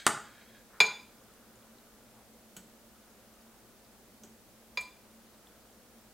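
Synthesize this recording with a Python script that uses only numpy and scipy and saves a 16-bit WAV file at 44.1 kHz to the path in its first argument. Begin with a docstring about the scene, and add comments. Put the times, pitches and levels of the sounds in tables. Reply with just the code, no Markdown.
"""Cutlery slides on a kitchen counter and something hard lands with a clack.
Then a steel fork turns noodles on a ceramic plate: its blows ring the glaze, its tines tick
and rasp, and wet strands smack faintly as they part. Two close microphones hear the counter;
behind it a small, lively kitchen answers each blow over a steady appliance hum."""
import sys
import numpy as np
from scipy import signal
from scipy.fft import rfft, irfft
from scipy.io import wavfile

SR = 44100
rng = np.random.default_rng(int(sys.argv[2]) if len(sys.argv) > 2 else 0)


def persist_wave(psi):
    """Save psi, clipped to +-1, as 16-bit WAV."""
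    counts = np.round(np.clip(psi, -1, 1) * 32767).astype(np.int16)
    wavfile.write(sys.argv[1], SR, np.atleast_2d(counts).T)


N = 270710
TIME = np.arange(N) / SR


def undb(db):
    """Decibels to gain."""
    return 10 ** (np.asarray(db) / 20)


def add(track, s, sound):
    """Mix a sound into a track at time s."""
    i = max(int(s * SR), 0)
    track[i:i + len(sound)] += sound[:N - i]


def along(hz, points):
    """Read (Hz, value) points on a log-frequency axis."""
    f, value = np.transpose(points)
    return np.interp(np.log(hz + 1), np.log(f), value)


def noise(gain_at, size=N):
    """Noise of rms 1 whose spectrum follows gain_at(Hz)."""
    hz = np.fft.rfftfreq(size, 1 / SR)
    x = irfft(gain_at(hz) * np.exp(2j * np.pi * rng.random(len(hz))), size)
    return x / np.sqrt(np.mean(x ** 2))


def band(hz, half_width_hz):
    """Noise in one resonance with steep skirts."""
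    return noise(lambda f: 1 / (1 + ((f - hz) / half_width_hz) ** 2))


def fade(t60, size=16384):
    """Exponential decay, 60 dB in t60 seconds."""
    return np.exp(-np.log(1000) * TIME[:size] / t60)


def ring(modes, size=16384):
    """Struck (Hz, dB, t60) modes; neighbours swing in opposite directions."""
    return sum((-1) ** k * undb(db) * fade(t60, size) * np.sin(2 * np.pi * hz * TIME[:size])
               for k, (hz, db, t60) in enumerate(modes))


def burst(colour, t60):
    """Many crowded, quickly damped modes: a short burst of coloured noise."""
    blocks = [noise(lambda f: undb(along(f, colour)), size=1024) for _ in range(4)]
    return np.concatenate(blocks) * fade(t60, size=4096)


def radiate(x, low_hz):
    """A small object cannot radiate deep bass."""
    return signal.sosfilt(signal.butter(4, low_hz, "high", fs=SR, output="sos"), x)


def stroke(t, attack_s, hold_s, release_s):
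    """Gain of a movement that starts at t = 0: it builds, holds and dies away."""
    return np.clip(np.minimum(t / attack_s, 1 - (t - attack_s - hold_s) / release_s), 0, 1)


# kitchen air and hiss at the microphones: f/Hz, relative density/dB
AIR_SPECTRUM = [(12, -43.5), (20, -15), (27, -15.5), (64, -6.5), (85, -20), (119, -5.5), (148, -19),
                (219, -2), (259, -9.5), (439, -11), (505, -9), (958, -17), (1340, -19.5), (2680, -24.5),
                (15500, -27)]
# extra colouring of the pair's side signal: f/Hz, gain/dB
SIDE_COLOUR = [(30, -2.5), (60, -7), (130, -12), (250, -16.5), (700, -13), (2000, -6), (6000, -3.5),
               (14000, -4.5)]
# appliance in the background: f/Hz, width/Hz, level/dB
HUM_BANDS = [(57.6, 8.8, -82), (224.3, 11, -68)]

def room_tone(mid_db=-59.5, side_db=-65):
    """Steady rush of air and microphone hiss, with the wavering hum of an appliance."""
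    mid = undb(mid_db) * noise(lambda f: undb(along(f, AIR_SPECTRUM)))
    side = undb(side_db) * noise(lambda f: undb(along(f, AIR_SPECTRUM) + along(f, SIDE_COLOUR)))
    hum = sum(undb(db) * band(hz, width / 2) for hz, width, db in HUM_BANDS)
    return mid + hum + np.array([side, -side])


# the small kitchen's reverberation, by band: f/Hz, level/dB, t60/s
REVERB_BANDS = [(120.2, -2, .4), (400, -3, 0.35), (998.6, -4.5, .42), (2368, -8.5, .42), (4500, -9, 0.42),
                (6970, -7.5, 0.43), (9966, -8.5, .27), (15120, -10.5, .2)]

def kitchen(direct, gap_s=.004, build_s=0.0054, side_db=-25, size=32768):
    """Direct sound and a diffuse tail, shorter in the top treble; two close microphones nearly agree."""
    hz = np.fft.rfftfreq(size, 1 / SR)
    centres = np.array(REVERB_BANDS)[:, 0]
    swell = np.clip((TIME[:size] - gap_s) / build_s, 0, 1)
    scatter = rfft(rng.standard_normal((2, size)))
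    tails = 0
    for share, (_, db, t60) in zip(np.eye(len(centres)), REVERB_BANDS):
        reflections = irfft(scatter * along(hz, np.c_[centres, share]))
        decay = swell * fade(t60, size)
        tails = tails + undb(db) * reflections * decay / np.linalg.norm(decay)
    mid, side = (signal.fftconvolve(direct, tail)[:N] for tail in tails)
    return direct + mid + undb(side_db) * np.array([side, -side])


# resonances of cutlery sliding on the counter: f/Hz, width/Hz, relative level/dB
CUTLERY_BANDS = [(1440, 90, -9), (1664, 220, -2), (2220, 740, -3), (3266, 300, -3), (3820, 240, -4.5),
                 (4250, 250, -7), (4884, 200, -8.5), (6300, 900, -8), (7950, 1100, -6)]

def cutlery(drag_db=-64, brisk_db=14.5, slowing_s=0.084, stop_s=.68, stopping_s=.16, dulling=.3):
    """Uneven friction keeps the metal sounding: it starts briskly, dulls as it slows, and stops."""
    speed_db = brisk_db * np.exp(-TIME / slowing_s)
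    moving = np.clip((stop_s - TIME) / stopping_s, 0, 1)
    tilt_db_per_octave = dulling * (speed_db - brisk_db)
    lowest_hz = CUTLERY_BANDS[0][0]
    metal = sum(undb(db + tilt_db_per_octave * np.log2(hz / lowest_hz)) * band(hz, width / 2)
                for hz, width, db in CUTLERY_BANDS)
    catching_db = 2 * band(0, half_width_hz=35)
    return moving * undb(drag_db + speed_db + catching_db) * metal


# a hard thing lands on the counter, rebounds and settles: t/s, snap level/dB, body level/dB
LANDINGS = [(0.0655, -13.5, 0.5), (0.0752, -23.5, -13), (0.174, -51, -16)]
# snap of one edge: f/Hz, relative level/dB
SNAP_SPECTRUM = [(60, 7), (130, -10), (400, -1.5), (800, 0.5), (1400, 8), (2000, -0.5), (3000, 0),
                 (5200, -3), (6700, -3.5), (8000, 2), (9200, 0), (10800, -11.5), (13700, -11.5),
                 (15500, -26)]
# its hollow body: f/Hz, relative level/dB, t60/s
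BODY_MODES = [(420, -29.5, 0.038), (712, -35, 0.059), (850, -35, 0.063), (1239, -22.5, 0.048),
              (1420, -14, 0.014), (1690, -36, 0.023), (1940, -27, 0.019)]

def clack(snap_t60=0.027, edges=3, edge_gap_s=.0021, edge_loss_db=6):
    """Edge after edge touches, each more softly; the body rings as its weight lands on the second."""
    out = np.zeros(N)
    for s, snap_db, body_db in LANDINGS:
        for edge in range(edges):
            snap = radiate(burst(SNAP_SPECTRUM, snap_t60), low_hz=113)
            add(out, s + edge * edge_gap_s, undb(snap_db - edge * edge_loss_db) * snap)
        add(out, s + edge_gap_s, undb(body_db) * radiate(ring(BODY_MODES), low_hz=448))
    return out


# the fork digs into the heap on the plate: t/s, base level of the wet crackle/dB
NOODLE_LIFTS = [(0.8, -68.5), (2.57, -71), (4.77, -71)]
# the clearest wet smacks: t/s, level/dB, starting f/Hz
WET_SMACKS = [(1.557, -53.5, 6900), (1.785, -53, 3930), (3.848, -55, 4690), (5.471, -50, 3400)]
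# quick shoves through the heap: t/s, level/dB, centre f/Hz
HEAP_SHOVES = [(0.76, -59, 1326), (2.184, -65.5, 950)]

def noodles(gather_s=.4, lift_s=0.53, let_go_s=.76, pops=700, pop_t60=0.016, heap_hz=1350, shove_s=.05):
    """Wet strands part in tiny pops while a forkful is lifted; the heap swishes as it slides."""
    effort = sum(undb(db) * stroke(TIME - s, gather_s, lift_s, let_go_s) for s, db in NOODLE_LIFTS)
    when, pitch, size = rng.random((pops, 3)).T
    pop_times = when * N / SR
    pop_gains = undb(10 * size ** 3) * np.interp(pop_times, TIME, effort)  # a few up to 10 dB louder
    crackle = zip(pop_times, pop_gains, 2600 * 3.5 ** pitch)
    smacks = [(s, undb(db), hz) for s, db, hz in WET_SMACKS]
    out = undb(-3) * effort * band(heap_hz, 0.22 * heap_hz)  # the sliding heap
    t = TIME[:2048]
    for s, gain, hz in [*smacks, *crackle]:
        # the film of broth tightens as it bursts, so the pitch rises
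        chirp = np.sin(2 * np.pi * hz * t * (1 + 7 * t))
        add(out, s, gain * fade(pop_t60, len(t)) * chirp)
    for s, db, hz in HEAP_SHOVES:
        out += undb(db) * np.exp(-((TIME - s) / shove_s) ** 2) * band(hz, .3 * hz)
    return out


# the plate pressed against the counter: multiple of the thud pitch, relative level/dB
THUD_SPECTRUM = [(.15, -20), (.36, 1.5), (.6, -8), (1, 8.5), (1.5, -4.5), (2.2, -8), (4, -20), (8, -34.5),
                 (30, -59.5)]

def thud(hz, t60=0.0744, rise_s=0.00606):
    """The counter takes up a push slowly and gives it back as a dull knock."""
    knock = burst([(ratio * hz, db) for ratio, db in THUD_SPECTRUM], t60)
    rise = np.minimum(TIME[:len(knock)] / rise_s, 1)
    return radiate(knock * rise, low_hz=125)


# light ticks on the plate, close by:
# t/s, level/dB, brightest f/Hz, spread/octaves, rasp gain/dB, thud level/dB, thud f/Hz
TINE_TICKS = [(0.8635, -22, 6630, 0.052, -32, -70, 406), (2.5661, -38, 8200, 1.76, 4.5, -45.5, 163),
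              (4.2353, -32.5, 5850, 0.12, -8, -47, 385), (4.8085, -37, 9200, 0.37, -1, -69, 410)]
# the steel fork: f/Hz, relative level/dB, t60/s
FORK_MODES = [(1474, 2.5, 0.042), (2320, -4, 0.042), (3040, -1.5, 0.054), (3600, -22.5, 0.036),
              (4350, -12, 0.097), (5600, -19, 0.02), (5940, -3.5, 0.017), (6600, -4, 0.049),
              (7570, -2, 0.023), (7660, -18, 0.087), (7810, 1.5, 0.048), (9370, -9, 0.066),
              (10430, -7, .08), (9700, -56, 0.057), (12400, -6, 0.076), (13600, -5, .04), (13900, -8, .04),
              (15200, -11, .04)]
# tines rasping on the glaze: f/Hz, relative level/dB
RASP_SPECTRUM = [(700, 0.5), (1600, 1), (2200, -7), (3300, 2), (5000, -9), (7500, 6), (11000, -14),
                 (15000, -5.5)]

def fork(rasp_db=-14, rasp_t60=0.12, off_band_db=-24, ring_db=-8):
    """Tines graze the plate: a short rasp and the fork's own modes, over a soft thud."""
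    out = np.zeros(N)
    for s, db, bright_hz, spread, graze_db, thud_db, thud_hz in TINE_TICKS:
        modes = []
        for hz, mode_db, t60 in FORK_MODES:
            drive_db = max(-4 * (np.log2(hz / bright_hz) / spread) ** 2, off_band_db)
            modes.append((hz, mode_db + drive_db, t60))
        add(out, s, undb(db + ring_db) * ring(modes))
        add(out, s, undb(db + rasp_db + graze_db) * burst(RASP_SPECTRUM, rasp_t60))
        add(out, s, undb(thud_db) * thud(thud_hz))
    return out


# fork blows on the plate, close to the microphones:
# t/s, level/dB, place (0 wall, 1 well), contact cut-off f/Hz, crack gain/dB, thud level/dB, thud f/Hz
FORK_BLOWS = [(0.8024, 0, 0.081, 13030, -21, -30, 446), (4.7725, -15, 1, 10900, -23, -46, 550)]
# the ceramic plate: f/Hz, level struck on its wall/dB, level struck in its well/dB, t60/s
PLATE_MODES = [(446, -36, -48.5, .09), (836, -38.5, -43, 0.22), (1004.6, -27, -22.5, .17),
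               (1234, -29.5, -32.5, .08), (1453, -34, -29.5, 0.045), (1630, -28, -40, .09),
               (2140, -25.5, -20.5, 0.03), (2286, -20.5, -26.5, 0.036), (2375, -9, -8, 0.067),
               (2520, -25, -36, .08), (2660, -29, -41.5, .07), (3080, -30.5, -49.5, .06),
               (3490, -18.5, -23, 0.097), (3740, -26.5, -35.5, 0.064), (4034, -21.5, -25, 0.11),
               (4314, -33, -35, 0.14), (4800, -20, -17.5, 0.072), (5120, -32.5, -33.5, 0.12),
               (6370, -33.5, -34.5, .08), (6630, -31, -30, 0.13), (6960, -30, -41, .12),
               (7620, -39, -39.5, 0.12), (8930, -36.5, -49, 0.091), (9200, -35.5, -37, 0.098),
               (10680, -60.5, -55.5, 0.049), (11760, -35, -33, 0.051), (13312, -51, -44.5, .1)]
# crack of steel on glaze: f/Hz, relative level/dB
CRACK_SPECTRUM = [(150, -13.5), (400, -4), (900, -3), (2000, -1), (4000, -4.5), (5000, -9), (6000, -12.5),
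                  (8000, -17), (15000, -27.5)]

def plate(crack_t60=0.075, contact_s=0.0011):
    """Each blow rings the plate according to where it lands, and knocks it against the counter."""
    out = np.zeros(N)
    for s, db, place, cut_hz, crack_db, thud_db, thud_hz in FORK_BLOWS:
        modes = []
        for hz, wall_db, well_db, t60 in PLATE_MODES:
            # a longer contact cannot drive the highest modes
            loss_db = 10 * np.log10(1 + (hz / cut_hz) ** 4)
            modes.append((hz, wall_db + place * (well_db - wall_db) - loss_db, t60))
        clink = ring(modes)
        add(clink, 0, undb(crack_db) * burst(CRACK_SPECTRUM, crack_t60))
        rise = np.minimum(TIME[:len(clink)] / contact_s, 1)
        add(out, s, undb(db) * radiate(clink * rise, low_hz=330))
        add(out, s, undb(thud_db) * thud(thud_hz))
    return out


def scene():
    """All sources on the counter, heard from close by in the kitchen."""
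    counter = plate() + fork() + clack() + cutlery() + noodles()
    return kitchen(counter) + room_tone()


def record(dry):
    """The camera cuts the top steeply above 15.8 kHz."""
    return signal.sosfilt(signal.ellip(10, .1, 80, 15800, fs=SR, output="sos"), dry)


dry = scene()
out = record(dry)
persist_wave(out)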